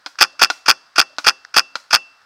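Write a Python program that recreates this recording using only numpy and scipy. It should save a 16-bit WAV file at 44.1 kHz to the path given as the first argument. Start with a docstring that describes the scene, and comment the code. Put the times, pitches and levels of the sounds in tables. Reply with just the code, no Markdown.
"""A sharp pop sounds over a faint hush, then a mechanical paintball marker fires seven shots close by.
Each shot is a quick chain of blows: a catch (the sear) lets go, a hammer opens the gas valve, and the gas
throws the hammer back to its stop, where it latches. The shots overload the microphone and leave the frame
humming and a metal part ringing. More lone pops and small ticks fall between; the trees echo softly."""
import sys
import numpy as np
from scipy import signal
from scipy.fft import rfft, irfft
from scipy.io import wavfile

SR = 44100
rng = np.random.default_rng(int(sys.argv[2]) if len(sys.argv) > 2 else 0)


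def to_wav(sig):
    """Store sig (one row per channel, or 1-D mono) as 16-bit WAV at the path in sys.argv[1].

    Samples outside -1..1 are clipped; the rate is SR.
    """
    pcm = np.clip(np.atleast_2d(sig), -1, 1) * 32767
    pcm = np.round(pcm).astype(np.int16)
    wavfile.write(sys.argv[1], SR, pcm.T)  # frames by channels


N = 99225
TAPS = 4096  # samples in one short sound or filter
HZ = np.fft.rfftfreq(TAPS, 1 / SR)


def amp(db):
    """Turns decibels into a number to multiply by."""
    return 10 ** (np.asarray(db) / 20)


def read_curve(points, hz):
    """Reads between the rows of a (frequency, value) table, on a log-frequency scale."""
    freqs, values = np.transpose(points)
    return np.interp(np.log(hz + 1), np.log(freqs + 1), values)


def add(mix, start, sound):
    """Lays a sound into the mix at a start time in seconds."""
    part = mix[max(round(start * SR), 0):][:len(sound)]
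    part += sound[:len(part)]


def resonance(hz, width):
    """Power at each frequency for something that sounds mainly in one band."""
    return 1 / (1 + ((HZ - hz) / width * 2) ** 4)


def tap_response(power):
    """The sound, with energy 1, of one instant tap on something with this power spectrum."""
    log_gain = np.log(power / power.max() + 1e-10) / 2
    mirrored = np.r_[log_gain, log_gain[-2:0:-1]]
    spectrum = np.exp(np.conj(signal.hilbert(mirrored)))  # nothing sounds before the tap
    sound = np.fft.ifft(spectrum).real
    return sound / np.linalg.norm(sound)


def burst(db, rise, hold, decay):
    """A rush of tiny contacts, even from bass to treble, that rises, holds and dies away."""
    t = np.arange(TAPS) / SR
    shape = np.minimum(t / rise, 1) * np.exp(-np.maximum(t - rise - hold, 0) / decay)
    spectrum = rfft(shape * rng.standard_normal(TAPS))
    even = irfft(spectrum / (abs(spectrum) + 1e-12)) * np.sqrt(shape)
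    return amp(db) * even * np.linalg.norm(shape) / np.linalg.norm(even)


def struck(tones):
    """A struck object sounds several pure tones, each fading at its own speed."""
    t = np.arange(SR // 2) / SR
    return sum(amp(db - 60 * t / fade) * np.sin(2 * np.pi * (hz * t + rng.random()))
               for hz, db, fade in tones)


# Tone of the background hush: (frequency [Hz], relative level [dB])
HUSH_TONE = [(30, -20), (100, -11), (170, -15), (290, -19), (450, -15), (680, -7), (950, -6), (1400, 1),
             (1900, -7), (2400, -14), (3700, -14), (4900, -9), (6200, -20), (7200, -27), (7900, -22),
             (9000, -30), (16000, -37)]
def background_hush(level_db=-55.7):
    """A steady background hush, coloured by the microphone housing."""
    gain = amp(read_curve(HUSH_TONE, np.fft.rfftfreq(N, 1 / SR)))
    hush = irfft(rfft(rng.standard_normal(N)) * gain, N)
    return amp(level_db) * hush / hush.std()


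# Tone of the echo: (frequency [Hz], relative level [dB])
ECHO_TONE = [(40, 4), (170, 9), (260, 9), (450, 3), (700, 3), (1000, 0), (1400, -5), (2000, -4), (2500, -9),
             (3400, -5), (4000, -1), (5000, -2), (6300, 1), (8000, 0), (16000, -6)]
# How long the echo lasts: (frequency [Hz], time to fade by 60 dB [s])
ECHO_FADE = [(100, .6), (700, .6), (1500, .7), (5000, .65), (9000, .5), (16000, .4)]
def tree_echo(sound, near_db=9, near_decay_s=.022, rise_s=.012):
    """Sound bounces off near ground and far trunks; each frequency fades at its own speed."""
    hz, t, noise = signal.stft(rng.standard_normal(SR), SR, nperseg=256)
    fading = amp(read_curve(ECHO_TONE, hz)[:, None] - 60 * t / read_curve(ECHO_FADE, hz)[:, None])
    near_boost = 1 + amp(near_db) * np.exp(-t / near_decay_s)
    onset = np.minimum(t / rise_s, 1)
    tail = signal.istft(noise * fading * near_boost * onset, SR, nperseg=256)[1]
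    return signal.fftconvolve(sound, tail / np.linalg.norm(tail))[:N]


# Small ticks: (time [s], level [dB], frequency [Hz], band width [Hz], decay time [s])
SMALL_TICKS = [(.155, -43, 1440, 600, .004), (.328, -50, 606, 120, .012), (.352, -51, 1420, 500, .006),
               (.471, -38, 2690, 3000, .003), (.529, -42, 5080, 1500, .015), (1.094, -49, 606, 100, .012),
               (1.129, -52, 620, 150, .012), (1.166, -50, 3800, 2000, .003),
               (1.4485, -28, 1600, 550, .0016), (1.799, -47, 5180, 1200, .008),
               (2.216, -52, 1500, 700, .008)]
def ticks(edge_db=-9):
    """Faint short ticks, each with one resonance and a bright edge."""
    out = np.zeros(N)
    bright_edge = amp(edge_db) ** 2 * resonance(hz=4900, width=1800)
    for start, db, hz, width, decay in SMALL_TICKS:
        body = tap_response(resonance(hz, width) + bright_edge * width / 1000)
        add(out, start, signal.fftconvolve(burst(db, rise=.0005, hold=.001, decay=decay), body))
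    return out


# Tone of a pop: (frequency [Hz], relative level [dB])
POP_TONE = [(40, -31), (170, -32), (290, -9), (380, -18), (700, -6), (950, -4), (1250, -3), (1430, 8),
            (1650, -8), (2000, -9), (2600, -8), (3200, -12), (4100, -4), (5300, -7), (7000, -21),
            (10000, -36), (16000, -51), (20000, -60)]
# Tone of the hiss from twigs and needles: (frequency [Hz], relative level [dB])
TWIG_TONE = [(100, -40), (1000, -14), (2500, 0), (3500, -8), (5000, 0), (6500, -4), (10000, -15),
             (16000, -25)]
# The pops: (time [s], level [dB], bass boost [dB], treble boost [dB], echo and hiss boost [dB])
LONE_POPS = [(.0618, -6.5, 0, -1, 1), (.5014, 4, 8, 3, -1), (1.1845, -1.5, 0, 0, 0),
             (1.7552, -2.5, 0, 0, 0)]
def pops(scatter_decay_s=.0062, hiss_db=-42, hiss_decay_s=.048, bass_hz=500, treble_hz=2500):
    """Pressure spikes that twigs scatter back as hiss; returns what is heard and what the trees echo."""
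    heard, to_trees = np.zeros(N), np.zeros(N)
    t = np.arange(SR // 4) / SR
    twigs = tap_response(amp(read_curve(TWIG_TONE, HZ)) ** 2)
    for start, db, bass_db, treble_db, echo_db in LONE_POPS:
        spike = .2 * rng.standard_normal(len(t)) * np.exp(-t / scatter_decay_s)
        spike[0] = 1.25  # the spike itself, ahead of its short scatter
        tilt_db = treble_db * HZ / (HZ + treble_hz) + bass_db / (1 + (HZ / bass_hz) ** 2)
        tone = tap_response(amp(read_curve(POP_TONE, HZ) + tilt_db) ** 2)
        pop = amp(db) * signal.fftconvolve(spike, tone)
        hiss = signal.fftconvolve(rng.standard_normal(len(t)) * np.exp(-t / hiss_decay_s), twigs)
        add(heard, start, pop + amp(db + echo_db + hiss_db) * hiss)
        add(to_trees, start, amp(echo_db) * pop)
    bass_cut = signal.butter(1, 900, "high", fs=SR)
    return heard, signal.lfilter(*bass_cut, to_trees)


# Tones of the hollow frame and ball hopper: (frequency [Hz], level [dB], time to fade by 60 dB [s])
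FRAME_TONES = [(178, -11, .17), (272, -20, .5), (372, -3, .16), (530, 0, .16), (655, -1, .15),
               (800, 3, .15), (1060, 4, .13), (1140, 4, .13), (1640, 0, .12)]
# Tones of the metal part: (frequency [Hz], level [dB], time to fade by 60 dB [s])
METAL_TONES = [(2683, 0, .43), (2902, -14, .29), (3521, -25, .32), (4953, -22, .36), (6444, -24, .15)]
def ringing(shots, metal_db=-31.5, frame_db=-37, lag_s=.017):
    """After each shot the hollow frame hums briefly and a metal part, probably the spring, sings on."""
    out = np.zeros(N)
    for start, *_, ring_db in shots:
        metal = amp(metal_db + ring_db) * struck(METAL_TONES)
        frame = amp(frame_db) * struck(FRAME_TONES)
        add(out, start + lag_s, metal + frame)
    return out


# The marker's resonances and how strongly each blow stirs them: (frequency [Hz], band width [Hz],
# sear [dB], hammer and gas [dB], recoil [dB], stop [dB], latch [dB], settling [dB])
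MARKER_BODY = [(60, 200, -30, -24, -24, -23, -28, -23), (300, 130, -28, -16, -21, -19, -33, -21),
               (450, 200, -27, -13, -29, -28, -26, -20), (620, 110, -21, -14, -16, -19, -24, -22),
               (730, 120, -30, -2, -6, -7, -20, -20), (880, 150, -20, 1, -7, -4, -15, -12),
               (1160, 240, -11, 3, -3, 0, -8, -6), (1420, 250, 0, 6, -3, 7, 0, 0),
               (1780, 320, -12, 1, -11, -5, -8, -7), (2560, 420, -6, 1, -2, 3, 0, -8),
               (3380, 380, -15, -7, 3, -5, -6, -19), (4700, 550, -9, 0, 3, 4, 0, -14),
               (5100, 500, -6, -.5, 3, .5, .5, -9), (5750, 1200, -14, -7, -8, -7.5, -9, -22),
               (7000, 5600, -31, -21, -22, -19, -26, -30)]
# The blows of one shot, by name: (level [dB], rise time [s], hold time [s], decay time [s])
BLOW_SHAPES = {"sear": (-19, .004, .001, .006), "rattle": (-22, .002, .001, .004),
               "slide": (-15.5, .006, .001, .002), "hammer": (-3, .0004, .001, .003),
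               "gas": (-5.3, .001, .0022, .0048), "recoil": (-.5, .0004, .0012, .0017),
               "stop": (-1.3, .0008, .0026, .0028), "latch": (-4, .0005, .0014, .0017),
               "settle": (-19, .002, .002, .0075)}
# The shots: (hammer strike time [s], delay to recoil [s], delay to stop [s], delay to latch [s],
# shot level [dB], latch level [dB], metal ring level [dB])
SEVEN_SHOTS = [(.2100, .0110, .0160, .0276, 1, -4, -6), (.4168, .0120, .0173, .0284, 0, 0, 1),
               (.6829, .0122, .0172, .0279, 0, 1, -9), (.9818, .0119, .0168, .0310, -.5, -3, -5),
               (1.2671, .0120, .0173, .0268, -1, -1, -5), (1.5648, .0122, .0172, .0285, -1, 1, 0),
               (1.9301, .0120, .0174, .0276, -1, 0, 4)]
def marker(muzzle_db=.5, muzzle_lag_s=.0018):
    """The sear trips, the hammer slides and opens the valve, gas throws it to its stop, and it latches."""
    powers = sum(resonance(hz, width) * amp(levels)[:, None] ** 2 for hz, width, *levels in MARKER_BODY)
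    sear, hammer, recoil, stop, latch, settle = [tap_response(power) for power in powers]
    muzzle = tap_response(resonance(hz=440, width=240))  # the pressure pulse that leaves the barrel
    out = np.zeros(N)
    for start, recoil_s, stop_s, latch_s, db, latch_db, _ in SEVEN_SHOTS:
        add(out, start + muzzle_lag_s, amp(muzzle_db + db) * muzzle)
        # (blow, time from the hammer strike [s], body sound, extra level [dB])
        chain = [("sear", -.0252, sear, 0), ("rattle", -.0155, sear, 0), ("slide", -.0075, latch, 0),
                 ("hammer", 0, hammer, db), ("gas", .003, hammer, db),
                 ("recoil", recoil_s, recoil, db), ("stop", stop_s, stop, db),
                 ("latch", latch_s, latch, latch_db), ("settle", latch_s + .005, settle, 0)]
        for name, delay, body, extra_db in chain:
            blow = signal.fftconvolve(burst(*BLOW_SHAPES[name]), body)
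            add(out, start + delay, amp(extra_db) * blow)
    return out


def scene():
    """Mixes hush, echo, ticks, pops and the marker into one channel."""
    shots = marker()
    lone_pops, pops_to_trees = pops()
    echo = tree_echo(amp(-32.3) * shots + amp(-17) * pops_to_trees)
    return (shots + ringing(SEVEN_SHOTS) + lone_pops + ticks() + echo + background_hush())[None]


def record(dry, ceiling=.96, hardness=12, bass_hz=170, bass_removed=.7, top_hz=16100):
    """The overloaded microphone flattens each shot's peaks; the bass is thinned and the top treble cut."""
    clipped = dry / (1 + abs(dry / ceiling) ** hardness) ** (1 / hardness)
    bass = signal.lfilter(*signal.butter(1, bass_hz, fs=SR), clipped)
    treble_cut = signal.firwin(255, top_hz, window=("kaiser", 8), fs=SR)
    return signal.oaconvolve(clipped - bass_removed * bass, treble_cut[None], "same")


dry = scene()
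out = record(dry)
to_wav(out)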